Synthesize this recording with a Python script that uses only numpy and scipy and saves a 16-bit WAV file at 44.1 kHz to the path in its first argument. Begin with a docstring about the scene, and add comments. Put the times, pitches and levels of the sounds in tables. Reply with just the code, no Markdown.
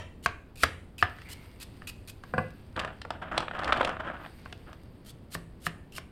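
"""You hear tongs scraping and clacking as they work rice in a nonstick pan on a kitchen hob.
Each squeeze rubs the steel arms together, and the firm ones end with the tips clacking shut.
The tongs knock the pan twice, then a plastic pouch crinkles as more rice is shaken out.
A faint, fizzing hiss swells now and then, and steam gives one thin whistle.
A small room echoes around it all, over a low hum."""
import sys
import numpy as np
from scipy import signal
from scipy.fft import rfft, irfft
from scipy.io import wavfile
from scipy.ndimage import uniform_filter1d

SR = 44100
rng = np.random.default_rng(int(sys.argv[2]) if len(sys.argv) > 2 else 0)


def unload_audio(sound):
    """Save the sound as a 16-bit wav file, at the path given as the first command line argument."""
    columns = np.transpose(np.atleast_2d(sound))
    # keep every value between -1 and 1, then stretch to whole-number steps
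    steps = np.round(np.clip(columns, -1, 1) * 32767)
    wavfile.write(sys.argv[1], SR, steps.astype(np.int16))


N = 269451
LEAD = 4410  # extra samples before time zero, so the sound is already under way
TIME = np.arange(-LEAD, N) / SR  # seconds along the whole scene
AGE = np.arange(SR // 2) / SR  # seconds since one short sound began

# The tips meeting. Each row: start in seconds, level in dB, pitch factor,
# crack in dB compared with the tips' ring, pan thump in dB.
CLACKS = [(-.03, -16, 0.81, 3.5, -37), (0.2606, -8, 0.98, -8.5, -30.5), (.634, -7.5, 1.14, -3.5, -26),
          (0.6374, -8.5, 0.97, -1, -49), (1.0261, -4, 1.06, -17, -33), (1.186, -37, 1.3, -9, -63),
          (1.218, -38, 1.67, -6, -52), (1.82, -34.5, 1.09, -30, -55), (2.237, -33.5, 1, -7, -44),
          (4.459, -30.5, 0.96, -37, -43.5), (4.73, -37.5, 1.02, -2.5, -47), (5.351, -22.5, 1.06, -10, -35),
          (5.6668, -13.5, 1.09, -11.5, -34), (5.982, -27.5, 0.93, 2.5, -42)]
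# The tones of the tips. Each row: pitch in Hz, level in dB, seconds to fade by 60 dB.
TIP_MODES = [(680, -11, 0.04), (860, -8, 0.015), (1132, 0.5, 0.022), (1634, 2, 0.017), (2490, -5.5, 0.0087),
             (2863, -9, 0.0092), (4720, -16.5, 0.01)]
# The tone colours of a clack's crack, its rattle, and the shudder of pan and hob.
# Each row: frequency in Hz, level in dB.
CRACK_COLOUR = [(200, -6), (1000, 3.5), (4000, -0.5), (7000, -10), (12000, -18.5), (16000, -36)]
RATTLE_COLOUR = [(200, -19.5), (750, -1), (1800, 8), (3200, 1), (6000, -28), (16000, -41)]
SHUDDER_COLOUR = [(30, -15), (90, 6.5), (200, -9), (400, -7.5), (600, -13), (1200, -18), (5000, -53.5)]
# Squeezes of the tongs. Each row: start in seconds, length in seconds, level at full grip in dB,
# swell up to that level in dB, arm ring in dB compared with the rubbing, arm pitch factor.
SQUEEZES = [(0.226, 0.024, -43, 16.5, -8.5, 1.14), (0.557, 0.081, -35.5, 18.5, -3, 0.97),
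            (0.9812, 0.055, -52.5, -1.5, 2.5, 1.02), (1.288, 0.043, -41.5, 9, -10, 1.15),
            (1.6, 0.033, -44.5, 3.5, -7.5, 0.99), (1.871, 0.028, -44, 3, -0.5, 0.96),
            (2.075, 0.028, -48, 0, -9, 1), (5.048, 0.059, -51, 5.5, -8, 1.3),
            (5.303, 0.043, -35.5, 21.5, -18, 1.25), (5.601, 0.065, -37, 25, -9.5, 1.1),
            (5.921, 0.056, -40.5, 17.5, -1.5, 1.08)]
# The tone colour of steel rubbing on steel. Each row: frequency in Hz, level in dB.
RUB_COLOUR = [(400, -44), (1200, 1), (2500, 0), (4500, 5.5), (6000, -2.5), (9000, 3.5), (10500, -2.5),
              (13000, 0), (16000, -17)]
# The tones of the steel arms. Each row: pitch in Hz, level in dB, seconds to fade by 60 dB.
ARM_MODES = [(2510, 2, 0.034), (2816, 1.5, 0.011), (3450, -9, 0.008), (4720, -5.5, 0.019)]
# The tongs hitting the pan. Each row: start in seconds, peak in dB, contact time in seconds.
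KNOCKS = [(2.3373, -15, 0.00048), (2.3796, -13, 0.00032)]
# The tones of the pan. Each row: pitch in Hz, level in dB, seconds to fade by 60 dB.
PAN_MODES = [(95, -12, 0.13), (155, -10, 0.13), (218.5, -15, 0.126), (292, -17, 0.067), (512, -5.5, 0.069),
             (731, -8.5, 0.079), (1045, -6, 0.04), (1450, -8.5, 0.073), (1562, -9.5, 0.043),
             (2010, -27.5, 0.28), (2670, -35.5, 0.51), (8270, -27, 0.074)]
# Bends of the pouch. Each row: start in seconds, hold in seconds, level in dB.
FLEXES = [(2.758, 0.019, -29), (2.8, 0.026, -37), (2.865, 0.049, -49), (3.1, 0.057, -45),
          (3.215, 0.0065, -33.5), (3.25, 0.077, -48), (3.313, 0.11, -34), (3.532, 0.042, -34),
          (3.588, 0.059, -36.5), (3.652, 0.16, -31.5), (3.83, 0.085, -33.5), (3.991, 0.0084, -32),
          (4.037, 0.069, -38.5), (4.13, 0.011, -36.5), (4.197, 0.016, -40), (4.66, 0.058, -52.5)]
# Big creases buckling. 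Each row: start in seconds, peak in dB, sharp edge in dB compared with the body.
SNAPS = [(2.763, -26.5, -0.5), (2.7933, -22, 10), (2.7979, -21, 6), (2.8476, -18.5, -11.5),
         (2.876, -28, -15), (3.016, -29, 6), (3.05, -28, -11), (3.1048, -19.5, -6), (3.378, -9, 6.5),
         (3.404, -22, -3), (3.481, -22, -27), (3.511, -24, -22), (3.59, -31.5, 3), (3.634, -20.5, -10),
         (3.6443, -19.5, 3.5), (3.678, -27, -3), (3.7229, -8, -26), (3.7277, -17, 0), (3.741, -19, -20),
         (3.772, -24, 2.5), (3.8085, -11.5, -42), (3.8119, -17.5, -8.5), (3.829, -22, -12),
         (3.848, -17, 7.5), (3.874, -18.5, -8), (3.892, -17.5, -8.5), (3.967, -28, -21),
         (4.004, -24.5, -15), (4.099, -25, -21), (4.133, -31, -23), (4.249, -31, -20), (4.261, -30.5, -12),
         (4.5256, -31.5, 3)]
# The tone colours of the pouch's body and a crease's sharp edge. Each row: frequency in Hz, level in dB.
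POUCH_COLOUR = [(60, -14), (150, -11), (300, -3.5), (450, -7), (640, 4.5), (900, -1.5), (1300, 4.5),
                (1650, 2), (2200, -8), (3200, -10), (4500, -26.5), (6200, -47.5), (9000, -75), (16000, -52)]
EDGE_COLOUR = [(500, -2), (1500, 7.5), (3000, 13.5), (4600, 4), (6200, -7.5), (8800, -8.5), (11000, -21),
               (16000, -35.5)]
# Swells of a faint, fizzing hiss. Each row: start in seconds, hold in seconds, level in dB.
HISS_SWELLS = [(1.02, 0.4, -62), (1.66, .06, -72), (2.22, 0.014, -63), (4.15, 0.22, -63)]
# The resonances of the hiss. Each row: centre in Hz, width in octaves, level in dB.
FIZZ_BANDS = [(1380, 2, 0), (3340, 0.82, -6.5), (4650, 0.16, -3.5), (8750, 0.26, -9), (13000, 0.34, -14)]
# Steam escaping from the rice. Each row: start in seconds, hold in seconds, level in dB.
WHISTLES = [(1.245, 0.028, -52)]
# The tone colour of rumble, for both kitchen and shaken pouch. 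Each row: frequency in Hz, level in dB.
RUMBLE_COLOUR = [(25, -7), (60, -0.5), (130, -5.5), (250, -9), (500, -18), (1000, -27.5), (2500, -38.5),
                 (4800, -45.5), (6200, -57), (9000, -56), (16000, -54)]
# The rise and fall of the hum. Each row: time in seconds, level in dB.
HUM_LEVELS = [(0, -70), (1, -58), (2.5, -49.5), (4.5, -61.5), (6.1, -64)]
# The room's echo. Each row: frequency in Hz, level in dB, seconds to fade by 60 dB.
ROOM_BANDS = [(119.2, -6.5, 0.44), (500, -7, 0.33), (1200, -15.5, 0.33), (2610, -12, 0.45),
              (4930, -13.5, 0.22), (8820, -17.5, 0.62), (14040, -22, 0.26)]

THUMP_LEFT_HZ, THUMP_RIGHT_HZ = 86.2, 166  # the pan rocks at a different pitch on either side
CROSS_S = 4.9  # the tongs move over to the right side
THUMP_CYCLES = 38  # swings of the rocking pan until it is 60 dB down
SWELL_POWER = 2.1  # the grip tightens slowly at first, then fast
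PITCH_RISE = 0.05  # the arms stiffen and ring higher as the grip tightens
CATCH_DB, CATCH_S = 6, 0.0052  # the arms break loose with a brief rasp, stronger if they ring freely


def clacks(rattle_db=-19, rattle_t60=0.16, shudder_db=2, shudder_t60=0.1, mode_scatter=0.025):
    """The padded tips shut with a dead clack, rattle briefly and rock the pan on the hob."""
    out = np.zeros(len(TIME))
    for start, db, pitch, crack_db, thump_db in CLACKS:
        # the grip and the rice between the tips shift each tone a little
        shifts = pitch * (1 + mode_scatter * rng.standard_normal(len(TIP_MODES)))
        modes = [(hz * shift, mode_db, t60) for (hz, mode_db, t60), shift in zip(TIP_MODES, shifts)]
        tips = peak_one(ring(modes))
        crack = undb(crack_db) * peak_one(colour(burst(t60=0.021), CRACK_COLOUR))
        rattle = undb(rattle_db) * peak_one(colour(burst(rattle_t60), RATTLE_COLOUR))
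        thump_hz = THUMP_LEFT_HZ if start < CROSS_S else THUMP_RIGHT_HZ
        rocking = ring([(thump_hz, -3, THUMP_CYCLES / thump_hz)])
        shudder = undb(shudder_db) * peak_one(colour(burst(shudder_t60), SHUDDER_COLOUR))
        clack = undb(db) * (tips + crack + rattle) + undb(thump_db) * (rocking + shudder)
        add(out, start, echo(clack, wet_db=1.5))
    return out


def scrapes(attack_share=0.33, release_s=0.006, chatter_db=2.0, pitch_wander=0.03):
    """Steel slides on steel: the arms catch, then tiny slips hiss and make them ring."""
    out = np.zeros(len(TIME))
    rubbing = grains(rate=6000, spread_db=1.0) * undb(chatter_db * drift(rate=350))
    contact_point = drift(rate=70)
    for start, length, final_db, swell_db, ring_db, pitch in SQUEEZES:
        slips = np.roll(rubbing, -int(start * SR))[:len(AGE)]
        wander = np.roll(contact_point, -int(start * SR))[:len(AGE)]
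        grip = np.minimum(AGE / length, 1) ** SWELL_POWER
        arms = through(slips, ring([(hz * pitch, db, t60) for hz, db, t60 in ARM_MODES]))
        speed = 1 + PITCH_RISE * grip + pitch_wander * wander  # a faster ring sounds higher
        arms = np.interp(np.cumsum(speed) / SR, AGE, arms, right=0)
        catch = undb(CATCH_DB + ring_db) * np.exp(-AGE / CATCH_S)
        rasp = unit(colour(slips, RUB_COLOUR)) + undb(ring_db) * (1 + catch) * unit(arms)
        pressure = undb(final_db - swell_db * (1 - grip))
        fade_in = np.minimum(AGE / (attack_share * length), 1)
        fade_out = np.exp(-np.maximum(AGE - length, 0) / release_s)
        add(out, start, echo(pressure * (fade_in * fade_out + catch) * rasp, wet_db=2.5))
    return out


def knocks(tips_db=-5):
    """The tongs bounce on the pan, whose ring is muffled by the food; a longer contact is duller."""
    out = np.zeros(len(TIME))
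    for start, db, contact_s in KNOCKS:
        pan = peak_one(ring(PAN_MODES))
        tips = undb(tips_db) * peak_one(through(burst(t60=0.052), ring(TIP_MODES)))
        knock = through(pan + tips, fade(contact_s))
        add(out, start, undb(db) * peak_one(knock))
    return out


def pouch_rustle(body_db=-2.0, edge_db=-17.0, handling_db=-12.5, clump_db=5, tick_db=-4):
    """Small creases crackle and tick, brighter when folded hard, while the shaken pouch rumbles."""
    flex = gestures(FLEXES, attack_s=0.007, release_s=0.026)
    creases = unit(crackle(rate=300, spread_db=1.0))
    ticks = undb(tick_db) * unit(grains(rate=200, spread_db=0.5))
    clumps = (creases + ticks) * undb(clump_db * np.tanh(drift(rate=170)))
    body = undb(body_db) * unit(colour(clumps, POUCH_COLOUR))
    edge = undb(edge_db) * np.sqrt(peak_one(flex)) * unit(colour(clumps, EDGE_COLOUR))
    handling = undb(handling_db) * unit(colour(rng.standard_normal(len(TIME)), RUMBLE_COLOUR))
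    return echo(flex * (body + edge + handling), wet_db=3.5)


def pouch_snaps(attack_s=0.00071, decay_s=0.0026, size_scatter=0.14):
    """Big creases give way within a few milliseconds, each snapping at its own pitch."""
    out = np.zeros(len(TIME))
    shape = (1 - np.exp(-AGE / attack_s)) * np.exp(-AGE / decay_s)
    for start, db, edge_db in SNAPS:
        buckle = rng.standard_normal(len(AGE)) * shape
        pitch = np.exp(size_scatter * rng.standard_normal())
        body = peak_one(colour(buckle, [(hz * pitch, band_db) for hz, band_db in POUCH_COLOUR]))
        edge = undb(edge_db) * peak_one(colour(buckle, EDGE_COLOUR))
        add(out, start, echo(undb(db) * peak_one(body + edge), wet_db=2.6))
    return out


def hiss(rest_db=-77, pop_db=-8, sputter_db=2.2):
    """Tiny clicks blur into a faint, fizzing hiss with lone pops; it swells now and then."""
    pops = undb(pop_db) * unit(grains(rate=22, spread_db=3.0))
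    fizz = 0
    for hz, octaves, db in FIZZ_BANDS:
        sputter = unit(grains(rate=2500, spread_db=2.8)) * undb(sputter_db * drift(rate=40))
        fizz = fizz + undb(db) * band(sputter + pops, hz, octaves, order=2)
    swells = gestures(HISS_SWELLS, attack_s=0.084, release_s=0.44)
    return (undb(rest_db) + swells) * unit(fizz)


def whistle():
    """Steam squeezes through a narrow gap in the rice and sings at one breathy pitch."""
    return gestures(WHISTLES, attack_s=0.014, release_s=0.12) * wavering_tone(hz=2164, t60=0.012)


def kitchen(rumble_db=-49.5):
    """A steady low rumble with a wavering hum in it."""
    rumble = unit(colour(rng.standard_normal(len(TIME)), RUMBLE_COLOUR))
    hum_db = np.interp(TIME, *np.transpose(HUM_LEVELS))
    return undb(rumble_db) * rumble + undb(hum_db) * wavering_tone(hz=93, t60=0.33)


def echo(x, wet_db, build_s=0.0024):
    """A sound plus its echo off the hard walls of a small room, different for every spot."""
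    log_hz = np.log(np.maximum(np.arange(len(AGE) // 2 + 1) * SR / len(AGE), 1))
    centres = np.log(np.array(ROOM_BANDS)[:, 0])
    spectrum = rfft(rng.standard_normal(len(AGE)))
    tail = 0
    for weights, (_, db, t60) in zip(np.eye(len(ROOM_BANDS)), ROOM_BANDS):
        band_noise = irfft(spectrum * np.interp(log_hz, centres, weights), len(AGE))
        shape = fade(t60) * (1 - np.exp(-AGE / build_s))
        tail = tail + undb(db) * band_noise * shape / np.linalg.norm(shape)
    return x + undb(wet_db) * through(x, tail)


def ring(modes):
    """The fading tones of a struck object; neighbours swing in opposite directions."""
    return sum((-1) ** k * undb(db) * fade(t60) * np.sin(2 * np.pi * hz * AGE)
               for k, (hz, db, t60) in enumerate(modes))


def wavering_tone(hz, t60):
    """Noise keeps one resonance ringing unevenly."""
    return unit(through(rng.standard_normal(len(TIME)), fade(t60) * np.sin(2 * np.pi * hz * AGE)))


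def burst(t60):
    """A dying puff of noise."""
    return rng.standard_normal(len(AGE)) * fade(t60)


def grains(rate, spread_db):
    """Tiny random clicks, about `rate` a second, most of them weak and a few strong."""
    count = len(TIME)
    sizes = undb(spread_db * np.minimum(rng.exponential(size=count), 4))
    return (rng.random(count) < rate / SR) * sizes * rng.choice([-1, 1], count)


def crackle(rate, spread_db):
    """Clicks at many pitches, each ringing for a few cycles."""
    return sum(band(unit(grains(rate, spread_db)), hz, octaves=0.5, order=1)
               for hz in np.geomspace(110, 14000, 15))


def drift(rate):
    """A smooth random wander; a higher rate moves faster."""
    size = int(SR / rate)
    return unit(uniform_filter1d(uniform_filter1d(rng.standard_normal(len(TIME)), size), size))


def gestures(rows, attack_s, release_s):
    """Loudness over time for a list of swells: each builds up, holds and dies away."""
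    loudness = 0
    for start, hold_s, db in rows:
        rise = np.clip((TIME - start) / attack_s, 0, 1)
        fall = np.exp(-np.maximum(TIME - start - hold_s, 0) / release_s)
        loudness = loudness + undb(db) * rise * fall
    return loudness


def colour(x, points, size=4096):
    """Make a sound's frequencies louder or softer, following a tone colour table."""
    hz, db = np.transpose(points)
    bins = np.maximum(np.arange(size // 2 + 1) * SR / size, 1)
    gains = undb(np.interp(np.log(bins), np.log(hz), db))
    # folding the cepstrum keeps the filter from sounding before its input does
    cepstrum = irfft(np.log(gains))
    cepstrum[1:size // 2] *= 2
    cepstrum[size // 2 + 1:] = 0
    return through(x, irfft(np.exp(rfft(cepstrum))))


def band(x, hz, octaves, order):
    """Keep the frequencies around hz."""
    ratio = 2 ** (octaves / 2)
    return signal.lfilter(*signal.butter(order, [hz / ratio, hz * ratio], "band", fs=SR), x)


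def through(x, response):
    """Let every sample of a sound set off a copy of the response."""
    return signal.fftconvolve(x, response)[:len(x)]


def fade(t60):
    """A fade that loses 60 dB in t60 seconds."""
    return np.exp(-np.log(1000) * AGE / t60)


def undb(db):
    """Turn decibels into a multiplier."""
    return 10 ** (np.asarray(db) / 20)


def unit(x):
    """Scale to an average (rms) level of 1."""
    return x / np.sqrt(np.mean(x ** 2))


def peak_one(x):
    """Scale to a peak of 1."""
    return x / np.abs(x).max()


def add(track, start_s, sound):
    """Mix a sound into a track at the given time."""
    start = max(int(start_s * SR) + LEAD, 0)
    part = sound[:len(track) - start]
    track[start:start + len(part)] += part


def scene():
    """Tongs, pouch, hiss, whistle and background, mixed into one channel."""
    tongs = clacks() + scrapes() + echo(knocks(), wet_db=3.5)
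    pouch = pouch_rustle() + pouch_snaps()
    faint_sounds = echo(hiss() + whistle(), wet_db=2.5)
    return (tongs + pouch + faint_sounds + kitchen())[None, LEAD:]


def record(dry, top_hz=16000):
    """A nearby phone picks up the sound and cuts the highest treble."""
    return signal.sosfilt(signal.ellip(8, .2, 70, top_hz, fs=SR, output="sos"), dry)


dry = scene()
out = record(dry)
unload_audio(out)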